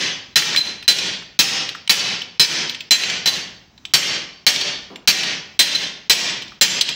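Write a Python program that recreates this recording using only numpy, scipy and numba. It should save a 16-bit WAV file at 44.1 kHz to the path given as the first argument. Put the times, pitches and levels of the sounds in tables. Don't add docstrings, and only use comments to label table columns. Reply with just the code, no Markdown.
import sys
import numpy as np
from scipy import signal
from scipy.fft import rfft, irfft, next_fast_len
from scipy.io import wavfile
from scipy.ndimage import uniform_filter1d, minimum_filter1d, map_coordinates
from numba import njit

SR = 44100
rng = np.random.default_rng(int(sys.argv[2]) if len(sys.argv) > 2 else 0)


def unload_wav(signal):
    wavfile.write(
        sys.argv[1],
        SR,
        np.round(np.clip(np.atleast_2d(signal).T, -1, 1) * 32767).astype(np.int16),
    )


def how_loud(loudness_db):
    steps = np.asarray(loudness_db, float) / 20
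    return 10 ** steps


N = 306570


def unit(x):
    return x / np.sqrt(np.mean(x ** 2) + 1e-20)


def along(points, hz):
    f, v = np.transpose(points)
    return np.interp(np.log(hz + 1), np.log(f + 1), v)


def filtered(x, response):
    m = next_fast_len(len(x) + 8192)
    return irfft(rfft(x, m) * response(np.fft.rfftfreq(m, 1 / SR)), m)[:len(x)]


def dying(noise, t60s):
    hz, t, z = signal.stft(noise, SR, nperseg=256)
    fade = how_loud(-60 * t / along(t60s, hz)[:, None])
    return signal.istft(z * fade, SR, nperseg=256)[1][:len(noise)]


# (frequency [Hz], time to fall 60 dB [s])
SHOP_T60 = [(200, 0.46), (3000, 0.5), (8000, .3), (12000, 0.15)]


def add(track, s, sound, wet_db):
    tail = np.pad(dying(rng.standard_normal(len(sound)), SHOP_T60), (300, 0))
    answer = signal.fftconvolve(sound, tail / np.linalg.norm(tail))[:len(sound)]
    heard = sound + how_loud(wet_db) * answer
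    start = round(s * SR)
    heard = heard[max(-start, 0):N - start]
    track[max(start, 0):][:len(heard)] += heard


# (frequency [Hz], relative density [dB per Hz])
FIRE_SPECTRUM = [(18, -28.5), (40, -2), (200, -1), (370, -9.5), (520, -18), (700, -12), (1400, -18),
                 (3600, -21), (6200, -21), (7900, -36), (10000, -55), (13500, -62), (15200, -28),
                 (16500, -36)]


def fire():
    waver = map_coordinates(rng.standard_normal(60), [np.arange(N) * 6 / SR])
    murmur = unit(filtered(rng.standard_normal(N), lambda hz: how_loud(along(FIRE_SPECTRUM, hz))))
    return how_loud(-53 + 3 * waver) * murmur


# (frequency [Hz], relative density [dB per Hz])
SCUFF_SPECTRUM = [(80, -28), (200, 15), (600, 3), (1500, 0), (3000, -40.5)]
# (time [s], level before fading [dB], time to fall 60 dB [s])
PIPE_SHIFTS = [(3.999, -47, 0.44), (4.899, -35.5, 0.37)]


def scuff():
    track, t = np.zeros(N), np.arange(SR // 2) / SR
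    for s, db, t60 in PIPE_SHIFTS:
        rub = unit(filtered(rng.standard_normal(len(t)), lambda hz: how_loud(along(SCUFF_SPECTRUM, hz))))
        swell = 1 - np.exp(-t / 0.0035)
        add(track, s, swell * how_loud(db - 60 * t / t60) * rub, wet_db=-4.5)
    return track


MAIN_HZ = 4050
# (frequency [Hz], relative level [dB])
DIE_MODES = [(942, -21), (1655, -16), (1846, -13), (2358, -12), (2575, -13), (2850, -13), (3060, -14),
             (3190, -12), (3235, -10), (3612, -12), (4048, -6), (4480, -11), (4565, -8), (5095, -14),
             (5163, -10), (5475, -9), (6089, -12), (7305, -14), (7757, -19), (8613, -22), (8888, -23),
             (9631, -28), (11047, -28), (11854, -25), (12979, -27), (13722, -31), (13900, -26),
             (14621, -23), (15025, -24), (15595, -20)]


def strengths(scatter_db, tilt_db, favoured_hz):
    hz, db = np.transpose(DIE_MODES)[..., None]
    chance = rng.standard_normal((2, len(DIE_MODES), 1))
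    distance_hz = abs(hz - favoured_hz)
    favoured = distance_hz == distance_hz.min()
    tilt = tilt_db * np.log2(hz / MAIN_HZ)
    db = db + tilt + np.where(favoured, 11, scatter_db * chance[0])
    return hz * (1 + 0.00095 * chance[1]), db


# (frequency [Hz], time to fall 60 dB [s])
DIE_DECAY = [(1000, .5), (4000, .45), (9000, .27), (15000, .2)]


def ring(t, hz, db):
    fade = how_loud(db - 60 * t / along(DIE_DECAY, hz))
    return np.sum(fade * np.sin(2 * np.pi * hz * t), 0)


# (time [s], level [dB], centre frequency [Hz])
RATTLES = [(0.422, 2, 2380), (0.548, -8.5, 1880), (0.5615, 0, 3120), (0.826, -23, 2620),
           (0.985, -0.5, 3500), (1.222, -31, 1520), (1.69, -16, 3520), (1.75, -23, 1450),
           (1.8757, -15, 3000), (2.218, -19.5, 3300), (2.447, 8, 3030), (2.525, -6, 2600),
           (2.6956, -15, 3370), (2.746, -18.5, 2940), (2.806, -20, 3080), (3.036, -2.5, 2430),
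           (3.099, -9, 3000), (3.778, -38, 3940), (3.852, -20, 3120), (4.56, -1, 3600), (4.611, -4, 4000),
           (4.958, -24.5, 2780), (5.233, -5, 3080), (6.421, -19.5, 3040), (6.479, -31.5, 3950),
           (6.52, -37, 1210), (6.8105, 9, 3900), (6.89, -8.5, 3480)]


def rattle():
    track, t = np.zeros(N), np.arange(SR // 2) / SR
    puff_t60_s = .028
    ring_db, ring_t60_s = -15, .07
    for s, db, hz in RATTLES:
        def body(f):
            band = 1j * f * hz / (hz * hz - f * f + 1j * f * hz * 0.61)
            corner_hz = 13000 * how_loud(0.22 * db)
            return band ** 2 / (1 + (f / corner_hz) ** 4)

        puff = unit(filtered(rng.standard_normal(len(t)), body)) * how_loud(-60 * t / puff_t60_s)
        modes = strengths(scatter_db=6.9, tilt_db=-1.5, favoured_hz=hz)
        die = how_loud(ring_db - 60 * t / ring_t60_s) * ring(t, *modes)
        rise = 1 - np.exp(-t / 0.00032)
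        add(track, s, how_loud(db) * rise * (puff + die), wet_db=-14)
    return track


# (frequency [Hz], relative density [dB per Hz])
IRON_SPECTRUM = [(24, -50), (40, -29), (177, 0), (233, -4.5), (624, -7.5), (1230, -9), (1890, -1.5),
                 (3290, 1), (4020, -3.5), (6300, -2), (7900, -14), (8600, -16), (11000, -17.5),
                 (13000, -18.5), (15400, -20), (16500, -41)]
# (frequency [Hz], time to fall 60 dB [s])
IRON_DECAY = [(100, 0.69), (500, 0.64), (2000, 0.55), (5000, 0.54), (9000, 0.33), (15000, 0.22)]


def clang(t, tilt_db, mode_hz, mode_db):
    lumps = rng.standard_normal(600)

    def body(hz):
        tilt = tilt_db * np.log2((hz + 200) / MAIN_HZ)
        lump = np.interp(hz / 30, np.arange(len(lumps)), lumps)
        return how_loud(along(IRON_SPECTRUM, hz) + tilt + 3.2 * np.clip(hz / 900, 0, 1) * lump)

    def lines(hz):
        level = how_loud(mode_db + 8.4 + 5.2 * np.log2(mode_hz / MAIN_HZ))
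        half_width_hz = 7 + 0.0006 * mode_hz
        return np.sum(level / np.hypot(1, ((hz - mode_hz) / half_width_hz) ** 2), 0)

    iron = unit(filtered(rng.standard_normal(len(t)), lambda hz: body(hz) + lines(hz)))
    crack = how_loud(-2 - 60 * t / .05) * iron
    return dying(iron, IRON_DECAY) + crack


# (time [s], strength [dB], main ring [dB], time the die rings free [s],
# mode that the point of impact favours [Hz])
HAMMER_BLOWS = [(-.15, 3.5, -4, .03, 6089), (0.3577, 1.5, 7.5, 0.013, 1846), (0.573, -17, -3.5, 0.05, 4048),
                (0.879, 0.5, 9, 0.056, 8613), (1.3902, 2.5, 4, 0.025, 5140), (1.8949, 3, 9, 0.014, 4565),
                (2.3962, 3.5, 7.5, 0.068, 5163), (2.9078, 4, 9, 0.06, 7305), (3.258, -16, -14, 0.021, 3612),
                (3.273, -16, -6.5, 0.0226, 4565), (3.9368, 1.5, 3, 0.021, 4565),
                (4.4656, 2, 2, 0.016, 4480), (5.075, 3.5, 7.5, 0.041, 2575),
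                (5.5916, 2.5, 5.5, 0.089, 8613), (5.75, -21.5, -4.5, 0.015, 3235),
                (6.097, 1.5, 4, 0.044, 7757), (6.6115, 3.5, 8.5, 0.025, 7305)]


def hammer():
    track, t = np.zeros(N), np.arange(SR * 4 // 5) / SR
    for s, db, main_db, free_s, favoured_hz in HAMMER_BLOWS:
        tilt_db = 1.2 + .06 * db
        mode_hz, mode_db = strengths(2.0, tilt_db - .3, favoured_hz)
        iron = how_loud(db) * clang(t, tilt_db, mode_hz, mode_db)
        die = how_loud(db - .6) * ring(t, mode_hz, mode_db)
        pair = 2 * np.pi * MAIN_HZ * (1 + .003 * rng.standard_normal(2))
        beating = np.sin(pair[0] * t) + .3 * np.sin(pair[1] * 1.015 * t)
        main = how_loud(main_db - 60 * t / .35) * beating
        free = 1 / (1 + np.exp(np.clip((t - free_s) / 0.00025, -50, 50)))
        rise = 1 - np.exp(-t / 0.0004)
        add(track, s, rise * (iron + die * (0.1 + free) + main * (0.015 + free)), wet_db=-12)
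    return track


def scene():
    return (fire() + scuff() + rattle() + hammer())[None]


@njit
def follow(wanted, start, down, fastest, up):
    out = np.empty_like(wanted)
    for i in range(len(wanted)):
        gap = wanted[i] - start
        start += max(gap * down, -fastest) if gap < 0 else gap * up
        out[i] = start
    return out


def running_level(x, window_s):
    keep = np.exp(-1 / (window_s * SR))
    return 10 * np.log10(signal.lfilter([1 - keep], [1, -keep], x ** 2) + 1e-9)


def gain_control(x, target_db, start_db, window_s, lag_s, attack_s, dive_db, release_s):
    level_db = running_level(x, window_s)
    late_db = np.interp(np.arange(N) - lag_s * SR, np.arange(N), level_db)
    wanted = np.minimum(target_db - late_db, 0)
    gain_db = follow(wanted, start_db, 1 / (attack_s * SR), dive_db / SR, 1 / (release_s * SR))
    return x * how_loud(gain_db)


def squeeze(x, knee_db, ratio, window_s, ahead_s):
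    ahead = round(ahead_s * SR)
    cut_db = -(1 - 1 / ratio) * np.maximum(running_level(x, window_s) - knee_db, 0)
    cut_db = minimum_filter1d(cut_db, size=ahead, origin=-(ahead // 2))
    return x * how_loud(uniform_filter1d(cut_db, size=65))


def limiter(x, top):
    needed = np.minimum(top / (np.abs(x) + 1e-9), 1)
    return x * uniform_filter1d(minimum_filter1d(needed, size=21), size=15)


def band_limit(x):
    return signal.sosfilt(signal.butter(12, 17160, fs=SR, output="sos"), x)


def record(dry):
    x = gain_control(dry[0], target_db=-18.5, start_db=-15, window_s=0.0096, lag_s=0.0037,
                     attack_s=0.028, dive_db=795, release_s=0.012)
    x = squeeze(x, knee_db=-13, ratio=1.8, window_s=.002, ahead_s=.014)
    x = limiter(x, top=.85)
    x = x / (1 + np.abs(x / .8) ** 8) ** (1 / 8)
    x = filtered(x, lambda hz: (1j * hz / (30 + 1j * hz)) / (1 + (hz / 16400) ** 60))
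    return band_limit(x[None])


dry = scene()
out = record(dry)
unload_wav(out)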